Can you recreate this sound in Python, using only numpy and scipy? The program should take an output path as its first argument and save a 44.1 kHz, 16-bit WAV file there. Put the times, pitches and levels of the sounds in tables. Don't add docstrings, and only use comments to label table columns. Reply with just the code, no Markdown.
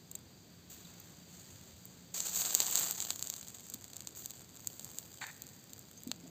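import sys
import numpy as np
from scipy import signal
from scipy.fft import rfft, irfft, next_fast_len
from scipy.io import wavfile
from scipy.ndimage import map_coordinates

SR = 44100
rng = np.random.default_rng(int(sys.argv[2]) if len(sys.argv) > 2 else 0)


def to_wav(sig):
    pcm = np.clip(np.atleast_2d(sig), -1, 1) * 32767
    pcm = np.round(pcm).astype(np.int16)
    wavfile.write(sys.argv[1], SR, pcm.T)


N = 277808

# (time [s], steam level [dB], extra low body [dB], extra top spray [dB], crackle level [dB],
#  bubbles [per s], rise [s], hold [s], fade [dB per s]); the lift is for the steam alone
DRIPS = [(0.696, -53, 4.5, 5.5, -57, 440, 0.0071, .01, 150),
         (0.732, -60.5, 10.5, 0, -62, 1600, 0.033, 0.028, 13),
         (1.273, -58, 5, -2.5, -61.5, 950, 0.051, 0.024, 11.5),
         (2.138, -36, -3, -4, -43.5, 2700, 0.0056, 0.027, 78),
         (2.246, -34, -6, -5, -40, 890, 0.012, 0.0091, 220),
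         (2.297, -33.5, -5.5, 0.5, -39, 1100, 0.066, 0.052, 230),
         (2.425, -41, -7, -2, -37.5, 1400, 0.027, 0.18, 89),
         (2.528, -38.5, -4, 3, -58, 290, 0.015, 0.027, 300),
         (2.632, -40, 1.5, 3.5, -36.5, 1290, 0.078, 0.14, 91.5),
         (2.892, -48.5, -5, 0, -45, 430, 0.075, .05, 22.5), (3.3, -70, -4, 2, -56.5, 85, 0.12, 0.99, 3.5),
         (3.62, -55, -3, -4, -61, 147, 0.031, 0.068, 220),
         (4.152, -48.5, -8, 3.5, -52.5, 300, 0.0058, 0.034, 100),
         (4.504, -59, -9.5, 5.5, -61.5, 170, 0.17, .2, 12)]
STEAM_LIFT_DB = 0.5
SIMMER_STEAM_DB, SIMMER_CRACKLE_DB, SIMMER_BUBBLES_PER_S = -68.5, -75, 250
# (frequency [Hz], relative level [dB])
STEAM_SPECTRUM = [(100, -36), (350, -13), (550, -14.5), (800, -17), (1300, -13.5), (2000, -15), (3000, -13),
                  (4200, -8), (6000, -2), (7400, -3), (9000, -8.5), (12000, -10.5), (15500, -3.5)]
# (frequency [Hz], relative level [dB])
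BUBBLE_SPECTRUM = [(100, -30), (300, -10.5), (800, -7), (2000, -13), (3000, -9.5), (4200, -3), (6000, -1),
                   (7400, 0), (9000, -3), (12000, -6.5), (15500, -4.5)]
# (time [s], level [dB], low body tint [dB], top sparkle tint [dB])
LOUD_POPS = [(2.2044, -5.5, -4, -11), (2.4185, -14, 7.5, 1), (2.4523, -15.5, 10, -17),
             (2.5078, -11, 1, -16), (2.5502, 2.2, -2.5, 1.5), (2.6035, -2, 3, -0.5), (2.6083, -14, 6, 2),
             (2.6186, -12.5, 8, -13), (2.6667, -9, -2, -4), (2.7113, -16, -8, 9), (2.7559, -3, -1.5, 2.5),
             (2.7732, -7.5, -4, -6), (2.7775, -5.7, -1.5, -5), (2.7967, -18, -9, 15),
             (2.9103, -11.5, -1.5, 8.5), (3.0036, -11, 3, -5), (3.0237, -11, -4, -8), (3.0503, -19, 8.5, 3),
             (3.1055, -6.5, 5, -4), (3.16, -17, -6, -3), (3.1939, -19.5, 5, 3), (3.2261, -9, -2, -3),
             (3.2422, -24, -6, -0.4), (3.2724, -13.5, -4, -5), (3.3009, -10, -1, 1), (3.339, -16.5, 4, -6),
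             (3.364, -24.5, 3, 5), (3.4293, -28, 10, 3), (3.4839, -20.5, -5, -2), (3.7001, -21.5, -9, 5.4),
             (3.7394, -16.5, -9, 1), (3.7436, -23, 6.5, 10.5), (3.8431, -22.5, 0.5, 0),
             (3.9342, -26, 6, -4), (3.9672, -18.5, -5, 0), (4.0065, -20.5, 0, 0), (4.073, -15, 1, -3),
             (4.2594, -15.5, -2.5, 4.5), (4.3072, -21, 1.5, 3.5), (4.6727, -10, -6.5, 1.5),
             (4.7956, -20, 1, -2), (4.846, -19.5, -6, 4), (4.9859, -13, -4, 0), (5.268, -25.5, 1, 5),
             (5.421, -21.5, -2, 8.5), (5.4679, -27.5, -4, -1), (5.734, -24, 2, 3), (5.7932, -27, -17, 5),
             (6.0352, -27.5, -7, 8), (6.0755, -25.5, 0.5, 5), (6.1159, -13, 12, -2.5)]
POP_LIFT_DB = 7.5
SPIT_SHARE, SPIT_DB, SPIT_SCATTER_DB = 0.03, 19, 2.5
# (time [s], level [dB], brightness [dB per octave])
TINKS = [(.1143, -34, 2), (.1530, -28, 1), (.156, -37.5, -2), (.189, -50, 2), (1.001, -55.5, 23.5),
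         (1.8546, -44, 15)]
# (frequency [Hz], relative level [dB], time to fall 60 dB [s])
CHARCOAL_NOTES = [(2950, -24, 0.0099), (3940, -7.5, 0.0058), (6600, -8, 0.011), (7520, -4.5, 0.013),
                  (8340, 3, 0.0053), (13100, -9, 0.0076), (14500, -7, 0.011), (14600, -7, .008)]
# (time [s], level [dB], hold [s])
RASP_STROKES = [(5.21, -41, .028), (5.258, -52, 0.04)]
RASP_RISE_S, RASP_FADE_DB_PER_S = 0.0052, 1150
RASP_ECHO_DB, RASP_ECHO_FADE_DB_PER_S = -22, 39
# (frequency [Hz], width [Hz], relative level [dB])
RASP_RESONANCES = [(850, 210, -5), (1540, 220, 0), (1845, 190, 3), (2450, 320, -4), (3070, 410, -13),
                   (3740, 400, -9), (4500, 290, -8.5), (6900, 1900, -14)]
# (time [s], level [dB], pitch [Hz], time to fall 60 dB [s])
THUDS = [(0.846, -41.5, 168, 0.073), (1.526, -48, 102, 0.17), (1.735, -51, 83, 0.13),
         (3.745, -36, 247, 0.036), (6.069, -27, 244.7, 0.043), (6.09, -32.5, 255, 0.042),
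         (6.129, -43, 201, .05), (6.234, -43, 263, 0.088)]
# (time [s], peak level [dB], start pitch [Hz], end pitch [Hz], length [s])
CHIRPS = [(0.845, -52.5, 3850, 3950, 0.018), (.995, -55, 6300, 6330, 0.015),
          (5.175, -64.5, 3380, 2990, .028), (5.959, -52.5, 6230, 6400, .045), (6.088, -57, 4050, 3950, .02)]
# (time [s], level [dB])
RUSTLES = [(6.052, -57), (6.231, -53.5)]
RUSTLE_RISE_S, RUSTLE_FADE_DB_PER_S = 0.025, 180
# (frequency [Hz], relative level [dB])
RUSTLE_SPECTRUM = [(60, -23), (180, 0), (330, -1), (500, -13), (700, -7), (1000, -33), (3000, -47)]
# (time [s], level [dB])
HUM_LEVEL = [(0, -61.5), (2.35, -62), (3.5, -70.5), (5.85, -87), (6.2, -59)]
# (frequency [Hz], relative level [dB])
RUMBLE_SPECTRUM = [(20, -25), (35, -32), (60, -10), (90, -1), (170, -1.5), (250, -5), (380, -10.5),
                   (700, -16), (1200, -23), (2500, -23.5), (6000, -36.5)]
# (frequency [Hz], relative level [dB])
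AIR_SPECTRUM = [(500, -33), (1500, -7), (2500, -23), (3200, -3.5), (4000, -2), (4550, 0), (4720, 7.5),
                (4950, 4), (5200, 0.5), (6500, -4.5), (7500, -7), (9000, -6.5), (15500, -12)]
# (frequency [Hz], gain [dB])
MIC_COLOUR = [(4750, -0.5), (4950, -10.5), (5950, -6.5), (6150, 1), (7650, 4), (7750, 1.5), (8480, -0.5),
              (8620, -14.5), (10300, -20), (11500, -22), (11620, -1)]
MIC_TOP_HZ = 15520


def boiling(thinning):
    steam_power = amp(SIMMER_STEAM_DB) ** 2
    crackle_power = amp(SIMMER_CRACKLE_DB) ** 2
    per_second = SIMMER_BUBBLES_PER_S
    for s, steam_db, body_db, spray_db, crackle_db, rate, rise, hold, fade in DRIPS:
        boil = envelope(s, rise, hold, fade)
        bands = amp([[body_db], [0], [spray_db]])
        steam_power = steam_power + (amp(steam_db) * bands * boil) ** 2
        crackle_power = crackle_power + (amp(crackle_db) * boil) ** 2
        per_second = per_second + rate * boil ** thinning
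    return np.sqrt(steam_power), np.sqrt(crackle_power), per_second


def steam(levels, flutter_db, body_hz, spray_hz):
    body, hiss, spray = levels
    jet = noise(STEAM_SPECTRUM)
    low = filtered(jet, lambda hz: 1 / (1 + (hz / body_hz) ** 6))
    top = filtered(jet, lambda hz: 1 - 1 / (1 + (hz / spray_hz) ** 10))
    middle = jet - low - top
    flutter = amp(flutter_db * wobble(220))
    return flutter * (body * low + hiss * middle + spray * top)


def bubbles(level, per_second, spread_db, tint_db, count=8):
    out = np.zeros(N)
    for _ in range(count):
        bursts = rng.random(N) < per_second / count / SR
        sizes = unit(amp(spread_db * np.minimum(rng.standard_normal(N), 1.7)))
        colour = [(hz, db + tint_db * rng.standard_normal()) for hz, db in BUBBLE_SPECTRUM]
        click = scattered(snap(lambda hz: gains(colour, hz)), echo_db=-1.5, t60=0.01)
        click = click / np.linalg.norm(click)
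        out += signal.oaconvolve(bursts * sizes, click)[:N]
    return out * level * np.sqrt(SR / per_second)


def spits(crackle, per_second, body_db, top_db):
    at = np.flatnonzero(rng.random(N) < SPIT_SHARE * per_second / SR)
    scatter = SPIT_SCATTER_DB * rng.standard_normal((len(at), 3))
    rows = []
    for i, (size, body, top) in zip(at, scatter):
        level_db = 20 * np.log10(crackle[i]) + SPIT_DB + size
        rows.append((i / SR, level_db, body_db + body, top_db + top))
    return rows


def pops(rows, level_db):
    out = np.zeros(N)
    for s, db, body_db, top_db in rows:
        tint = [(300, body_db - 5.5), (1500, body_db - 7.5), (4200, 0.82 * body_db),
                (7000, 0.0041), (12500, top_db - 1.0)]
        click = snap(lambda hz: gains(BUBBLE_SPECTRUM, hz) * gains(tint, hz))
        add(out, s, amp(db + level_db) * scattered(click, echo_db=-10, t60=0.021))
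    return out


def tinks(attack, detune, crack_db):
    out, t = np.zeros(N), np.arange(SR // 30) / SR
    note_hz, level_db, t60 = np.transpose(CHARCOAL_NOTES)[:, :, None]
    for s, db, bright_db in TINKS:
        pitch = note_hz * (1 + detune * rng.standard_normal(note_hz.shape))
        tilt_db = bright_db * np.log2(note_hz / 7400)
        ring = amp(level_db + tilt_db - 60 * t / t60) * np.sin(2 * np.pi * pitch * t)
        add(out, s, amp(db) * (1 - np.exp(-t / attack)) * ring.sum(axis=0))
        add(out, s, amp(db + crack_db) * snap(lambda hz: gains(BUBBLE_SPECTRUM, hz)))
    return out


def rasp(rough_db):
    def body(f):
        total = 0
        for k, (centre, width, db) in enumerate(RASP_RESONANCES):
            resonance = 1j * f * width / (centre * centre - f * f + 1j * f * width)
            total = total + (-1) ** k * amp(db) * resonance
        return total

    grit = rng.standard_normal(N) * amp(rough_db * wobble(600))
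    level = 0
    for s, db, hold in RASP_STROKES:
        stroke = envelope(s, RASP_RISE_S, hold, RASP_FADE_DB_PER_S)
        echo = amp(RASP_ECHO_DB) * envelope(s, hold, 0, RASP_ECHO_FADE_DB_PER_S)
        level = level + amp(db) * np.maximum(stroke, echo)
    return level * unit(filtered(grit, body))


def thuds(attack):
    out, t = np.zeros(N), np.arange(SR // 5) / SR
    for s, db, hz, t60 in THUDS:
        fade = amp(db - 60 * t / t60)
        onset = 1 - np.exp(-t / attack)
        add(out, s, -fade * onset * np.sin(2 * np.pi * hz * t))
    return out


def chirps(waver_hz):
    out = np.zeros(N)
    for s, db, start_hz, end_hz, length in CHIRPS:
        n = int(length * SR)
        pitch = np.linspace(start_hz, end_hz, n) + waver_hz * wobble(460)[:n]
        whistle = np.sin(2 * np.pi * np.cumsum(pitch) / SR)
        add(out, s, amp(db) * np.hanning(n) * whistle)
    return out


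def rustles():
    level = sum(amp(db) * envelope(s, RUSTLE_RISE_S, 0, RUSTLE_FADE_DB_PER_S) for s, db in RUSTLES)
    return level * noise(RUSTLE_SPECTRUM)


def hum(centre_hz):
    pitch = centre_hz + 2.196 * wobble(9)
    level = amp(curves(HUM_LEVEL)[0] + 2.4 * wobble(4.52))
    return level * np.sin(2 * np.pi * np.cumsum(pitch) / SR)


def outdoors(rumble_db, air_db):
    rumble = amp(rumble_db + 0.72 * wobble(12)) * noise(RUMBLE_SPECTRUM)
    return rumble + amp(air_db) * noise(AIR_SPECTRUM)


def scattered(click, echo_db, t60):
    t = np.arange(SR // 20) / SR
    paths = rng.standard_normal(len(t)) * amp(-60 * t / t60)
    paths *= amp(echo_db) / np.linalg.norm(paths)
    paths[0] += 1
    return signal.fftconvolve(click, paths)


def snap(response, size=1024):
    cepstrum = irfft(np.log(response(np.fft.rfftfreq(size, 1 / SR)) + 1e-6))
    cepstrum[1:size // 2] *= 2
    cepstrum[size // 2 + 1:] = 0
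    return irfft(np.exp(rfft(cepstrum)))


def envelope(s, rise, hold, fade):
    t = np.arange(N) / SR - s
    rising = np.clip(t / max(rise, 1 / SR), 0, 1)
    return rising * amp(-abs(fade) * np.maximum(t - rise - hold, 0))


def noise(spectrum):
    return unit(filtered(rng.standard_normal(N), lambda hz: gains(spectrum, hz)))


def filtered(x, response):
    m = next_fast_len(N + SR // 2)
    return irfft(rfft(x, m) * response(np.fft.rfftfreq(m, 1 / SR)), m)[:N]


def wobble(rate):
    return map_coordinates(rng.standard_normal(int(N * rate / SR) + 4), [np.arange(N) * rate / SR])


def curves(rows):
    s, *cols = np.transpose(rows)
    return [np.interp(np.arange(N) / SR, s, c) for c in cols]


def gains(points, hz):
    f, db = np.transpose(points)
    return amp(np.interp(np.log(hz + 1), np.log(f + 1), db))


def amp(db):
    return 10 ** (np.asarray(db) / 20)


def unit(x):
    return x / np.sqrt(np.mean(x ** 2) + 1e-20)


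def add(track, s, sound):
    part = track[max(round(s * SR), 0):][:len(sound)]
    part += sound[:len(part)]


def scene():
    vapour, crackle, per_second = boiling(thinning=0.72)
    hiss = amp(STEAM_LIFT_DB) * steam(vapour, flutter_db=2.55, body_hz=4420, spray_hz=8550)
    fizz = bubbles(crackle, per_second, spread_db=12.5, tint_db=1.5)
    lesser_pops = spits(crackle, per_second, body_db=-2.5, top_db=-2.5)
    popping = pops(list(LOUD_POPS) + lesser_pops, level_db=POP_LIFT_DB)
    coals = tinks(attack=0.00015, detune=0.016, crack_db=1)
    nearby = rasp(rough_db=1.5) + thuds(attack=0.0029) + chirps(waver_hz=220) + rustles()
    background = hum(centre_hz=176.1) + outdoors(rumble_db=-59.0, air_db=-63.0)
    return (hiss + fizz + popping + coals + nearby + background)[None]


def record(dry):
    return filtered(dry[0], lambda hz: gains(MIC_COLOUR, hz) * (hz < MIC_TOP_HZ))[None]


dry = scene()
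out = record(dry)
to_wav(out)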